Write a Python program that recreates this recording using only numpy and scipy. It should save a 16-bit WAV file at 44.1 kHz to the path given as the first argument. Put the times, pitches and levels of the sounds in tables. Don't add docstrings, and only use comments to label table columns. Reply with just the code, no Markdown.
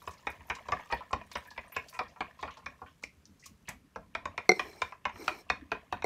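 import sys
import numpy as np
from scipy import signal
from scipy.fft import rfft, irfft
from scipy.io import wavfile
from scipy.ndimage import uniform_filter1d

SR = 44100
rng = np.random.default_rng(int(sys.argv[2]) if len(sys.argv) > 2 else 0)


def level_to_linear(level):
    exponent = np.asarray(level, float) / 20
    return 10 ** exponent


def bounce(signal):
    frames = np.transpose(np.atleast_2d(signal))
    limited = np.clip(frames, -1, 1)
    pcm = np.round(limited * 32767).astype(np.int16)
    wavfile.write(sys.argv[1], SR, pcm)


N = 266805
FULL_S = 3.3


def evened(x):
    return x / np.sqrt(np.mean(x ** 2) + 1e-20)


def read(points, hz):
    f, value = np.transpose(points)
    return np.interp(np.log(hz + 1), np.log(f + 1), value)


def curve(rows):
    s, db = np.transpose(rows)
    return level_to_linear(np.interp(np.arange(N) / SR, s, db, left=-120, right=-120))


def add(mix, s, sound):
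    part = mix[round(s * SR):][:len(sound)]
    part += sound[:len(part)]


def smoothed_noise(size):
    return evened(uniform_filter1d(rng.standard_normal(N), size=size))


def shaped(spectrum):
    hz = np.fft.rfftfreq(N, 1 / SR)
    return evened(irfft(rfft(rng.standard_normal(N)) * level_to_linear(read(spectrum, hz)), N))


def coloured(spectrum, patchy_db):
    frames, hz = N // 128 + 5, np.fft.rfftfreq(512, 1 / SR)
    a, b, patches = rng.standard_normal((frames, 257, 3)).T
    patches = uniform_filter1d(patches, size=5, axis=0)
    patches = evened(uniform_filter1d(patches, size=8, axis=1))
    z = (a + 1j * b) * level_to_linear(read(spectrum, hz)[:, None] + patchy_db * patches)
    return evened(signal.istft(z, nperseg=512, noverlap=384)[1][:N])


def resonate(x, hz, width):
    r = np.exp(-np.pi * width / SR)
    turn = np.exp(2j * np.pi * min(hz, SR / 2.2) / SR)
    return 2 * signal.lfilter([1 - r], [1, -r * turn], x).real


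def swells(events, rise_s, fall_s):
    out, t = np.zeros(N), np.arange(SR // 2) / SR
    hump = (1 - np.exp(-t / rise_s)) ** 2 * np.exp(-t / fall_s)
    for s, db in events:
        add(out, s, level_to_linear(db) * hump / hump.max())
    return out


def crowd(spectrum, level_db, width, count=100):
    hz = np.geomspace(260, 15000, count) * (1 + .03 * rng.standard_normal(count))
    widths = width * (hz / 1000) ** .45
    db = level_db + read(spectrum, hz) + 10 * np.log10(hz / 1000 * widths / width)
    return np.transpose([hz, widths, db])


def struck(modes, edges_hz, groups_db, damping, spread_db, bounce_s, bounce_db, swell, skitter_db, lag_s):
    t = np.float32(np.arange(3000) / SR)
    hz, width, db = np.float32(np.transpose(modes)[:, :, None])
    level_luck, pitch_luck, phase_luck = np.float32(rng.standard_normal((3, len(modes), 1)))
    rings = level_to_linear(db + spread_db * level_luck) * np.exp(-np.pi * damping * width * t)
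    rings = rings * np.sin(2 * np.pi * hz * (1 + .008 * pitch_luck) * t + 2 * phase_luck)
    rings[:, :500] *= (1 - np.exp(-t[:500] * np.sqrt(hz * 1000) / swell)) ** 2
    contact = level_to_linear(bounce_db) * rng.standard_normal(len(t)) * np.exp(-t / bounce_s)
    skitter = 9 * rng.uniform(-1, 1, len(t)) * (rng.random(len(t)) < 700 / SR)
    contact += level_to_linear(skitter_db) * uniform_filter1d(skitter, size=9) * np.exp(-t / .024)
    contact[0] = 1
    group, out = np.digitize(hz[:, 0], edges_hz), np.zeros(len(t))
    for k, group_db in enumerate(groups_db):
        part = signal.oaconvolve(rings[group == k].sum(axis=0), contact)[:len(t)]
        late_s = lag_s if k < len(edges_hz) else 0
        add(out, late_s, level_to_linear(group_db) * part / abs(part).max())
    return out * signal.windows.tukey(2 * len(t), .7)[len(t):]


def crackles(table):
    out, t = np.zeros(N), np.arange(4000) / SR
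    for s, db, hz, t60_s, share in table:
        grit = rng.standard_normal(len(t)) * level_to_linear(0.773 * rng.exponential(size=len(t)))
        for _ in range(3):
            grit = resonate(grit, hz, share * hz)
        burst = evened(grit) * (1 - np.exp(-t / 0.0006))
        fade_out = np.minimum((t[-1] - t) / .02, 1)
        add(out, s, level_to_linear(db - 3.5 - 60 * t / t60_s) * burst * fade_out)
    return out


# frequency in Hz, level in dB per Hz.
HUSH = [(24, -34), (40, -3.5), (90, -6.5), (141, 3), (317, -11.5), (407, -6), (538, -11.5), (691, -15.5),
        (841, -16.5), (994, -13.5), (2360, -19), (3690, -24), (13300, -30), (15700, -44)]
HUSH_DB = -65


def hush():
    return level_to_linear(HUSH_DB - 4.0) * shaped(HUSH)


# time in seconds, jolt in dB re the blow.
LEAN = [(0, -6.5), (.4, -13), (.9, -7), (1.4, -8), (2.1, -15), (2.7, -8), (4.0, -10), (4.3, -15),
        (4.8, -21), (5.06, -11.5), (5.3, -30), (5.5, -19), (6.05, -8.5)]
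# start in seconds, jolt in dB.
GRIPS = [
    (3.17, -59),
    (3.29, -51.5),
    (3.49, -50.5),
]
JOLT_RISE_S, JOLT_FALL_S, JOLT_JUG_DB = 0.00604, 0.02346, -20
MURMUR_DB, LUMPS_DB, LUMP_S = -60.5, 5.0, .05


def rumble():
    low = shaped([(20, -36.5), (45, -13), (78, -4.5), (140, -22.0), (195, -13.0), (300, -17), (600, -77.5)])
    jolts = curve(LEAN) * swells([row[:2] for row in STROKES], JOLT_RISE_S, JOLT_FALL_S)
    jolts += level_to_linear(JOLT_JUG_DB) * swells([row[:2] for row in BUMPS], JOLT_RISE_S, JOLT_FALL_S)
    jolts += swells(GRIPS, JOLT_RISE_S, JOLT_FALL_S)
    jolts += level_to_linear(MURMUR_DB + LUMPS_DB * smoothed_noise(round(LUMP_S * SR)))
    return level_to_linear(-7.5) * jolts * low


# frequency in Hz, level in dB per Hz.
SLOSH = [(120, -58), (200, -49), (404, -44.5), (580, -5), (856, -24), (1020, 0), (1380, -34.5), (1680, -5),
         (1960, -9), (4000, -19.5), (5200, -42), (8800, -120)]


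def bubbles():
    out, t = np.zeros(N), np.arange(900) / SR
    for hz in np.geomspace(500, 3200, num=10):
        pops = level_to_linear(4.5 * np.minimum(rng.exponential(size=N), 2.5)) * (rng.random(N) < 28.0 / SR)
        plop = np.sin(2 * np.pi * hz * t * (1 + 8 * t)) * np.exp(-t * hz / 5) * level_to_linear(read(SLOSH, hz))
        out += signal.oaconvolve(pops, plop)[:N]
    return evened(out)


# time in seconds, level in dB.
STIR = [(0, -10), (.7, 0), (1.4, -9.5), (2.0, -8), (2.6, -6), (3.0, -27), (4.1, -18.5), (4.6, -2.5),
        (5.0, -11), (5.4, -7.5), (5.7, -8.5), (6.05, -11.5)]
CHURN_DB, WAKE_DB = -63.5, -53
WAKE_LAG_S, WAKE_RISE_S, WAKE_FALL_S = .035, .02, .03


def swirl():
    slosh = coloured(SLOSH, patchy_db=4.5)
    glass = evened(sum(level_to_linear(db) * resonate(slosh, hz, 2.0 * width) for hz, width, db in PITCHER))
    wet = level_to_linear(-7) * slosh + level_to_linear(-6) * glass + level_to_linear(-0.5) * bubbles()
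    wakes = swells([(row[0] + WAKE_LAG_S, WAKE_DB) for row in STROKES], WAKE_RISE_S, WAKE_FALL_S)
    return curve(STIR) * (level_to_linear(CHURN_DB) + wakes) * wet


# time in seconds, level in dB.
POUR = [(0, -64.5), (.3, -73), (.9, -67), (1.14, -77), (1.4, -67.5), (1.8, -73.5), (1.92, -65.5),
        (2.07, -77), (2.5, -76), (3.0, -77.5), (3.4, -78), (4.3, -86.5), (4.6, -67.5), (4.85, -68),
        (5.1, -95), (5.25, -56.5), (5.46, -79), (6.05, -81.5)]


def pour():
    fizz = coloured([(2000, -7), (3800, -5.5), (6500, -5), (9000, -13.5), (15000, -13.5)], patchy_db=3.5)
    return curve(POUR) * evened(fizz * level_to_linear(3.1 * smoothed_noise(120)))


# frequency in Hz, width in Hz, level in dB.
PITCHER = [(474, 77, 11.5), (622, 23, -5.5), (731.6, 26, -2), (1000, 130, -4), (1012.3, 58.5, 6),
           (1173, 31, -9), (1346, 62.4, -3.5), (1661, 85, -4), (1883, 90, -2.5), (2201.6, 42, -9),
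           (2352, 178, 3), (2700, 190, -45), (3715, 35, -21.5), (1005, 26, -8.5), (1812, 95, -6.5),
           (2452, 36, -7)]
RING_EDGES_HZ = [600, 850, 1400, 2100, 3000]
RING_SHARES_DB = [-3.5, -1.8, 0, -4.5, -3.5, 0]
# frequency in Hz, level in dB per Hz.
CLACK = [(150, -61), (250, -17), (984, 0.5), (1360, -10.5), (2400, -4), (2900, -10.5), (5750, -18.5),
         (7300, -31), (13100, -48.5), (15000, -65)]
# time in seconds, frequency in Hz.
NECK = [(0, 990), (.3, 940), (.68, 935), (.75, 990), (.9, 940), (1.1, 1000), (2.2, 1005), (2.45, 1040),
        (3.0, 1050), (4.0, 1010), (6.05, 1015)]
NECK_REST_HZ = 1010
# start in seconds, blow in dB,
# shoulder ring in dB re the blow, damping factor, belly ring in dB re the usual.
STROKES = [(0.074, -35.5, -6.5, 2.4, 0), (0.269, -30.5, -1, 5.52, 0), (0.499, -32.5, 4, 4.1, -1),
           (0.685, -33, -9, 3, 0), (0.72, -27, -5, 2.6, 1), (0.923, -28, -2, 2.3, 1),
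           (1.13, -25, -5.5, 3.6, 0), (1.354, -33, 2.5, 3, 0), (1.577, -38.5, 0, 1.8, -1),
           (1.764, -32, 3.5, 2, 1), (1.99, -31.5, 1.5, 2.4, 0), (2.206, -31.5, 0, 2.9, 2),
           (2.427, -34, -2, 2.3, 1.5), (2.66, -40, 5.5, 2.6, -2), (2.816, -42, -22, 1.45, 0),
           (3.959, -34.5, -9.5, 2.2, 2), (4.15, -32, 5, 3.4, 2), (4.255, -31.5, -3.5, 4.5, -2),
           (4.378, -33, 3, 3.6, 1), (4.594, -30.5, 5, 2.7, 0), (4.818, -26.5, 1.5, 2, 0),
           (5.053, -28.5, 2, 2.2, -2.5), (5.279, -22.5, -1, 3.36, -5), (5.4997, -23.5, 1.5, 2.8, -1.5),
           (5.717, -30.5, 1.5, 2.8, 3), (5.925, -27.5, -6.5, 3.51, 1), (6.022, -39.5, 3.5, 3.5, -2)]
# start in seconds, blow in dB, shoulder ring in dB re the blow, damping factor.
GRAZES = [(.19, -62, -8, 1.5), (.22, -65, -8, 1.5), (.48, -58, -4, 1.5), (.912, -46, 3, 1.5),
          (1.561, -56, 3, 1.5), (1.759, -52, 6, 1.5), (1.964, -52, -2, 1.2), (2.576, -54, -10, 1),
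          (2.62, -60, -12, .8), (2.788, -63, -12, 1), (5.553, -48, -8, 1.5), (5.748, -46, -2, 2),
          (5.97, -46, -4, 2), (0.017, -52.5, -9, 1.64), (0.405, -54.5, 0, 0.76), (0.448, -62, -22, 0.81),
          (0.549, -71, 0, 1.5), (0.584, -47.5, -9, 1.96), (0.654, -50.5, -12.5, 1.2), (0.792, -45, -6, 1),
          (0.856, -69.5, -17, 0.72), (0.899, -41.5, -6, 0.65), (1.006, -42.5, -15, 1.6),
          (1.106, -43, -13, 1), (1.212, -48, 0.5, 1.7), (1.313, -48.5, -2, 1.05), (1.451, -57.5, 2, 0.21),
          (1.511, -48.5, -9, 3.9), (1.719, -55, 5, 0.305), (1.926, -54, 0.5, 1.7), (1.939, -49, 1, 0.133),
          (2.159, -50, -8, 0.47), (2.389, -49, -10, 1.18), (2.476, -42, -6, 1.03),
          (2.567, -49.5, -16, 0.35), (2.86, -55, -1, 0.57), (4.922, -42.5, -2, 1.7), (5.094, -41.5, 1, 2.2),
          (5.157, -48, -2, 2.86)]
BELLY_FILLING_DB, BELLY_FULL_DB, BELLY_GRAZED_DB = -7.5, -9.5, -7
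TICK_DB, TICK_GRAZED_DB, TICK_FOLLOWS_SHOULDER = -8.0, -7.5, 0.69
SKITTER_FILLING_DB, SKITTER_FULL_DB, BOUNCE_FILLING_DB, BOUNCE_FULL_DB = -18.5, -27, -15, -20
SPOON_LAG_S = .0009


def spoon():
    out, t = np.zeros(N), np.arange(8000) / SR
    thud = np.sin(2 * np.pi * 76 * t) + .6 * np.sin(2 * np.pi * 190 * t)
    thud *= (1 - np.exp(-t / .008)) ** 2 * np.exp(-t / .025)
    modes = np.vstack([PITCHER, crowd(CLACK, level_db=0, width=130.0)])
    neck = np.digitize(modes[:, 0], RING_EDGES_HZ) == 2
    for s, db, shoulder_db, damping, *own_belly_db in STROKES + GRAZES:
        grazed = not own_belly_db
        filling = s < FULL_S
        belly_db = BELLY_FILLING_DB if filling else BELLY_FULL_DB
        belly_db += grazed * BELLY_GRAZED_DB + sum(own_belly_db)
        tick_db = TICK_DB + grazed * TICK_GRAZED_DB + TICK_FOLLOWS_SHOULDER * shoulder_db
        own_db = [belly_db, belly_db, 0, shoulder_db, shoulder_db, tick_db]
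        tuned = modes.copy()
        tuned[neck, 0] *= np.interp(s, *np.transpose(NECK)) / NECK_REST_HZ
        knock = struck(tuned, RING_EDGES_HZ, db + np.add(RING_SHARES_DB, own_db), damping, spread_db=2.16,
                       bounce_s=0.0051, bounce_db=BOUNCE_FILLING_DB if filling else BOUNCE_FULL_DB, swell=1.075,
                       skitter_db=SKITTER_FILLING_DB if filling else SKITTER_FULL_DB, lag_s=SPOON_LAG_S)
        add(out, s, knock)
        add(out, s, level_to_linear(db - 33.0) * thud)
    return out


# start in seconds, peak in dB, centre in Hz, t60 in seconds,
# width as share of centre.
TICKS = [(.0228, -56, 11800, .04, .4), (.0667, -52, 6500, .04, .5), (.1351, -55, 5550, .05, .5),
         (.3157, -54, 5600, .04, .5), (.4703, -56, 12800, .05, .3), (.9088, -46, 4000, .04, .5),
         (.9138, -48, 6020, .03, .6), (.978, -50, 3600, .08, .2), (1.1104, -54, 6890, .04, .6),
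         (1.2655, -60, 8800, .03, .2), (1.38, -56, 8800, .06, .15), (1.45, -57, 3500, .05, .6),
         (1.68, -60, 8800, .06, .15), (2.034, -52, 3600, .03, .3), (2.094, -60, 6000, .05, .3),
         (2.41, -56, 6800, .05, .2), (2.415, -54, 3900, .06, .2), (2.474, -55, 4500, .06, .2),
         (2.51, -56, 5800, .04, .3), (2.538, -57, 6300, .04, .2), (0.1076, -53, 6130, 0.119, 1),
         (0.1782, -54.5, 4600, 0.061, 0.46), (0.5506, -42, 4910, 0.0626, 0.86),
         (1.3149, -41, 4370, 0.053, 1), (1.335, -52, 3710, 0.29, 0.183), (1.472, -51, 11870, 0.044, 0.31),
         (1.5045, -47, 4100, 0.081, 0.78), (1.722, -45.5, 12600, 0.116, 0.252),
         (1.7464, -49, 2700, 0.18, 1), (1.8844, -45, 5020, 0.062, 1), (1.9357, -54.5, 6840, 0.22, 0.96),
         (2.081, -58.5, 4830, 0.107, 0.46), (2.39, -57.5, 3580, 0.9, 1), (2.5063, -49, 2700, 0.199, 0.81),
         (2.5704, -52, 4040, 0.08, 1), (2.8694, -60.5, 3020, 0.24, 0.3), (3.0233, -57.5, 5550, 0.091, 0.97),
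         (3.035, -36.5, 5300, 0.043, 0.79), (3.254, -46, 5500, 0.036, 0.444),
         (3.3954, -59, 5740, 0.227, 0.6), (3.4394, -56.5, 5500, 0.18, 0.95), (3.458, -42.5, 5950, 0.079, 1),
         (3.6734, -48.5, 2940, 0.18, 1), (3.6874, -34, 6460, 0.0397, 1)]


def drops_and_fingers():
    return crackles(TICKS)


# start in seconds, peak in
# dB.
SPRAYS = [(.08, -52), (0.301, -49.5), (.49, -54), (.94, -52), (1.329, -50), (1.37, -51.5), (1.895, -46.5),
          (2.411, -63.5), (3.46, -47), (3.69, -43.5), (4.596, -52), (4.82, -56), (5.28, -50), (5.5, -61),
          (5.718, -56), (5.927, -55), (6.043, -52)]
SPRAY_HZ, SPRAY_T60_S, SPRAY_SHARE = 11300, 0.048, 1


def sprays():
    return crackles([(s, db, SPRAY_HZ, SPRAY_T60_S, SPRAY_SHARE) for s, db in SPRAYS])


# start in
# seconds, peak in dB, centre in Hz, t60 in seconds, # width as share of centre.
BUMPS = [(3.027, -48.5, 1090, 0.088, 0.57), (3.037, -37, 520, 0.03, 1), (3.038, -33, 2300, 0.03, 0.4),
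         (3.424, -55.5, 2003, 0.14, 0.11), (3.437, -56, 2410, 0.22, 0.46),
         (3.458, -41.5, 1140, 0.033, 0.13), (3.654, -62.5, 2700, .1, .3), (3.682, -35.5, 1970, 0.11, 0.61),
         (3.683, -41, 850, 0.163, 1), (3.685, -34.5, 194, 0.05, 0.41), (5.619, -35, 285, 0.048, 0.374),
         (.27, -45, 702, 0.11, .2), (.97, -55, 2460, 0.22, 1), (1.474, -45.5, 1720, 0.093, 0.108),
         (1.51, -47, 1710, 0.101, 0.087), (3.96, -40.5, 650, 0.13, .25), (5.72, -33.5, 406, 0.093, 0.75),
         (.855, -50, 1180, .06, .12), (.665, -52, 1720, .05, .15), (5.59, -44, 285, .05, .3),
         (5.725, -36, 1480, .1, .15), (5.927, -38, 1480, .08, .2), (5.501, -25, 1800, .03, .25),
         (2.44, -46, 560, .12, .3), (2.67, -51, 540, .1, .3), (.51, -44, 430, .1, .3),
         (5.465, -54, 1050, .04, .15)]


def bumps():
    return level_to_linear(2.5) * crackles(BUMPS)


# level in dB re the blow, centre in Hz, t60 in seconds, width as share of centre.
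BRUSH = (-20.0, 2600.5, 0.02, 0.3)
BRUSH_LEAD_S = .009


def brushes():
    return crackles([(s - BRUSH_LEAD_S, db + BRUSH[0], *BRUSH[1:]) for s, db, *_ in STROKES if s > FULL_S])


# start in seconds, peak in dB, hollow body in dB re the peak,
# rattle in dB re clear ring, damping factor.
JUG_HITS = [
    (4.4918, -8.5, -3, -13, 2.2),
    (4.5163, -18, -.5, -13, 1.9),
    (6.0424, -27, 8.5, -10, 0.87),
]
# frequency in Hz, width in Hz, level in dB.
JUG = [(187, 14, -12), (372.9, 15, -3), (436, 26.5, 2), (557, 66, -1.5), (640, 35, -3), (735, 24, -1),
       (1468, 45, -5), (2200, 60, 6), (2095, 22, 2), (3750, 100, -17), (4118, 68, -27), (4205, 56, -11),
       (5020, 70, -39), (5730, 75, -12), (7730, 47, -33.5)]
JUG_EDGES_HZ = [1000, 3000]
# frequency in Hz, level in dB per Hz.
PLASTIC = [(71, -41), (120, -31.5), (412, 20.5), (1800, -1), (2110, -12), (3100, -40), (4120, -18),
           (5700, -18), (15000, -30.5)]
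JUG_EDGE_DB, JUG_EDGE_SOFTER, JUG_LAG_S = -4.5, 0.1, .0004


def jug():
    out = np.zeros(N)
    for s, db, body_db, rattle_db, damping in JUG_HITS:
        modes = np.vstack([JUG, crowd(PLASTIC, rattle_db, width=160.0)])
        edge_db = JUG_EDGE_DB + JUG_EDGE_SOFTER * (db - JUG_HITS[0][1])
        hit = struck(modes, JUG_EDGES_HZ, db + np.array([body_db, 0, edge_db]), damping, spread_db=.5,
                     bounce_s=.0018, bounce_db=-27, swell=1.0, skitter_db=-38, lag_s=JUG_LAG_S)
        add(out, s, hit)
    return out


# time in seconds, scrape in dB.
SLIDES = [
    [(4.54, -51), (4.59, -52), (4.74, -55.5), (4.89, -61), (4.95, -78)],
    [(5.1, -76), (5.16, -54.5), (5.228, -48.5), (5.414, -54.5), (5.46, -92)],
]
# frequency in Hz, width in Hz, level in dB.
SCRAPE = [(367, 54, 13.5), (745, 43, 6), (2139, 41, -2), (2274, 31, 8), (4120, 45, 1.5), (5437, 75, 0.5),
          (6840, 48, -22.5), (7970, 56, -70), (8460, 70, -8.5), (10000, 62, -75), (11350, 130, -20),
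          (13100, 61, -10), (15200, 62, -19)]
# frequency in Hz, level in dB per Hz.
SCRAPE_BED = [(120, -33), (200, -1), (365, -11), (1070, -8.5), (1600, -17.5), (2220, -15.5), (3080, -41.5),
              (5520, -17), (6160, -22.5), (15600, -40)]


def slides():
    grit = rng.standard_normal(N) * level_to_linear(1.5 * rng.exponential(size=N))
    grit = grit * level_to_linear(2.5 * smoothed_noise(200))
    wander = rng.standard_normal((len(SCRAPE), N // 64 + 1))
    flares = level_to_linear(3.5 * evened(uniform_filter1d(wander, size=10))).repeat(64, axis=1)[:, :N]
    sung = np.zeros(N)
    for (hz, width, db), flare in zip(SCRAPE, flares):
        wide = 2.8 * width + hz / 32
        sung += level_to_linear(db) * flare * resonate(resonate(grit, hz, wide), hz, wide)
    bed = coloured(SCRAPE_BED, patchy_db=2.5)
    return sum(curve(rows) for rows in SLIDES) * (level_to_linear(-.4) * evened(sung) + level_to_linear(-6) * bed)


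# frequency in Hz, t60 in seconds.
KITCHEN = [(100, 0.43), (300, 0.208), (1000, 0.16), (3000, 0.23), (8000, 0.17), (15000, 0.24)]


def kitchen(x):
    taps = np.zeros((3, SR // 2))
    slots = np.arange(120, SR // 2 - 20, 20)
    at = slots + rng.integers(0, 20, (3, len(slots)))
    np.put_along_axis(taps, at, rng.choice([-1., 1.], at.shape), 1)
    hz, t, z = signal.stft(taps, SR, nperseg=256)
    tails = signal.istft(z * level_to_linear(-60 * t / read(KITCHEN, hz)[:, None]), SR, nperseg=256)[1]
    tails = tails / np.linalg.norm(tails[0])
    phase = 1.3 * np.arange(N) / SR + np.arange(3)[:, None] / 3
    turns = np.sqrt(2 / 3) * np.cos(2 * np.pi * phase)
    return signal.fftconvolve(x * turns, tails, axes=1)[:, :N].sum(axis=0)


def scene():
    near = level_to_linear(5.5) * spoon() + drops_and_fingers() + sprays() + bumps() + brushes()
    closest = jug()
    echoes = level_to_linear(-9.0) * kitchen(near + closest / 2)
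    return (hush() + rumble() + swirl() + pour() + near + closest + slides() + echoes)[None]


def top_cut(x):
    return signal.sosfilt(signal.butter(12, 15600, fs=SR, output="sos"), x)


def record(dry):
    limited = signal.oaconvolve(dry, signal.firwin(511, 15750, fs=SR)[None], "same")
    return top_cut(limited)


dry = scene()
out = record(dry)
bounce(out)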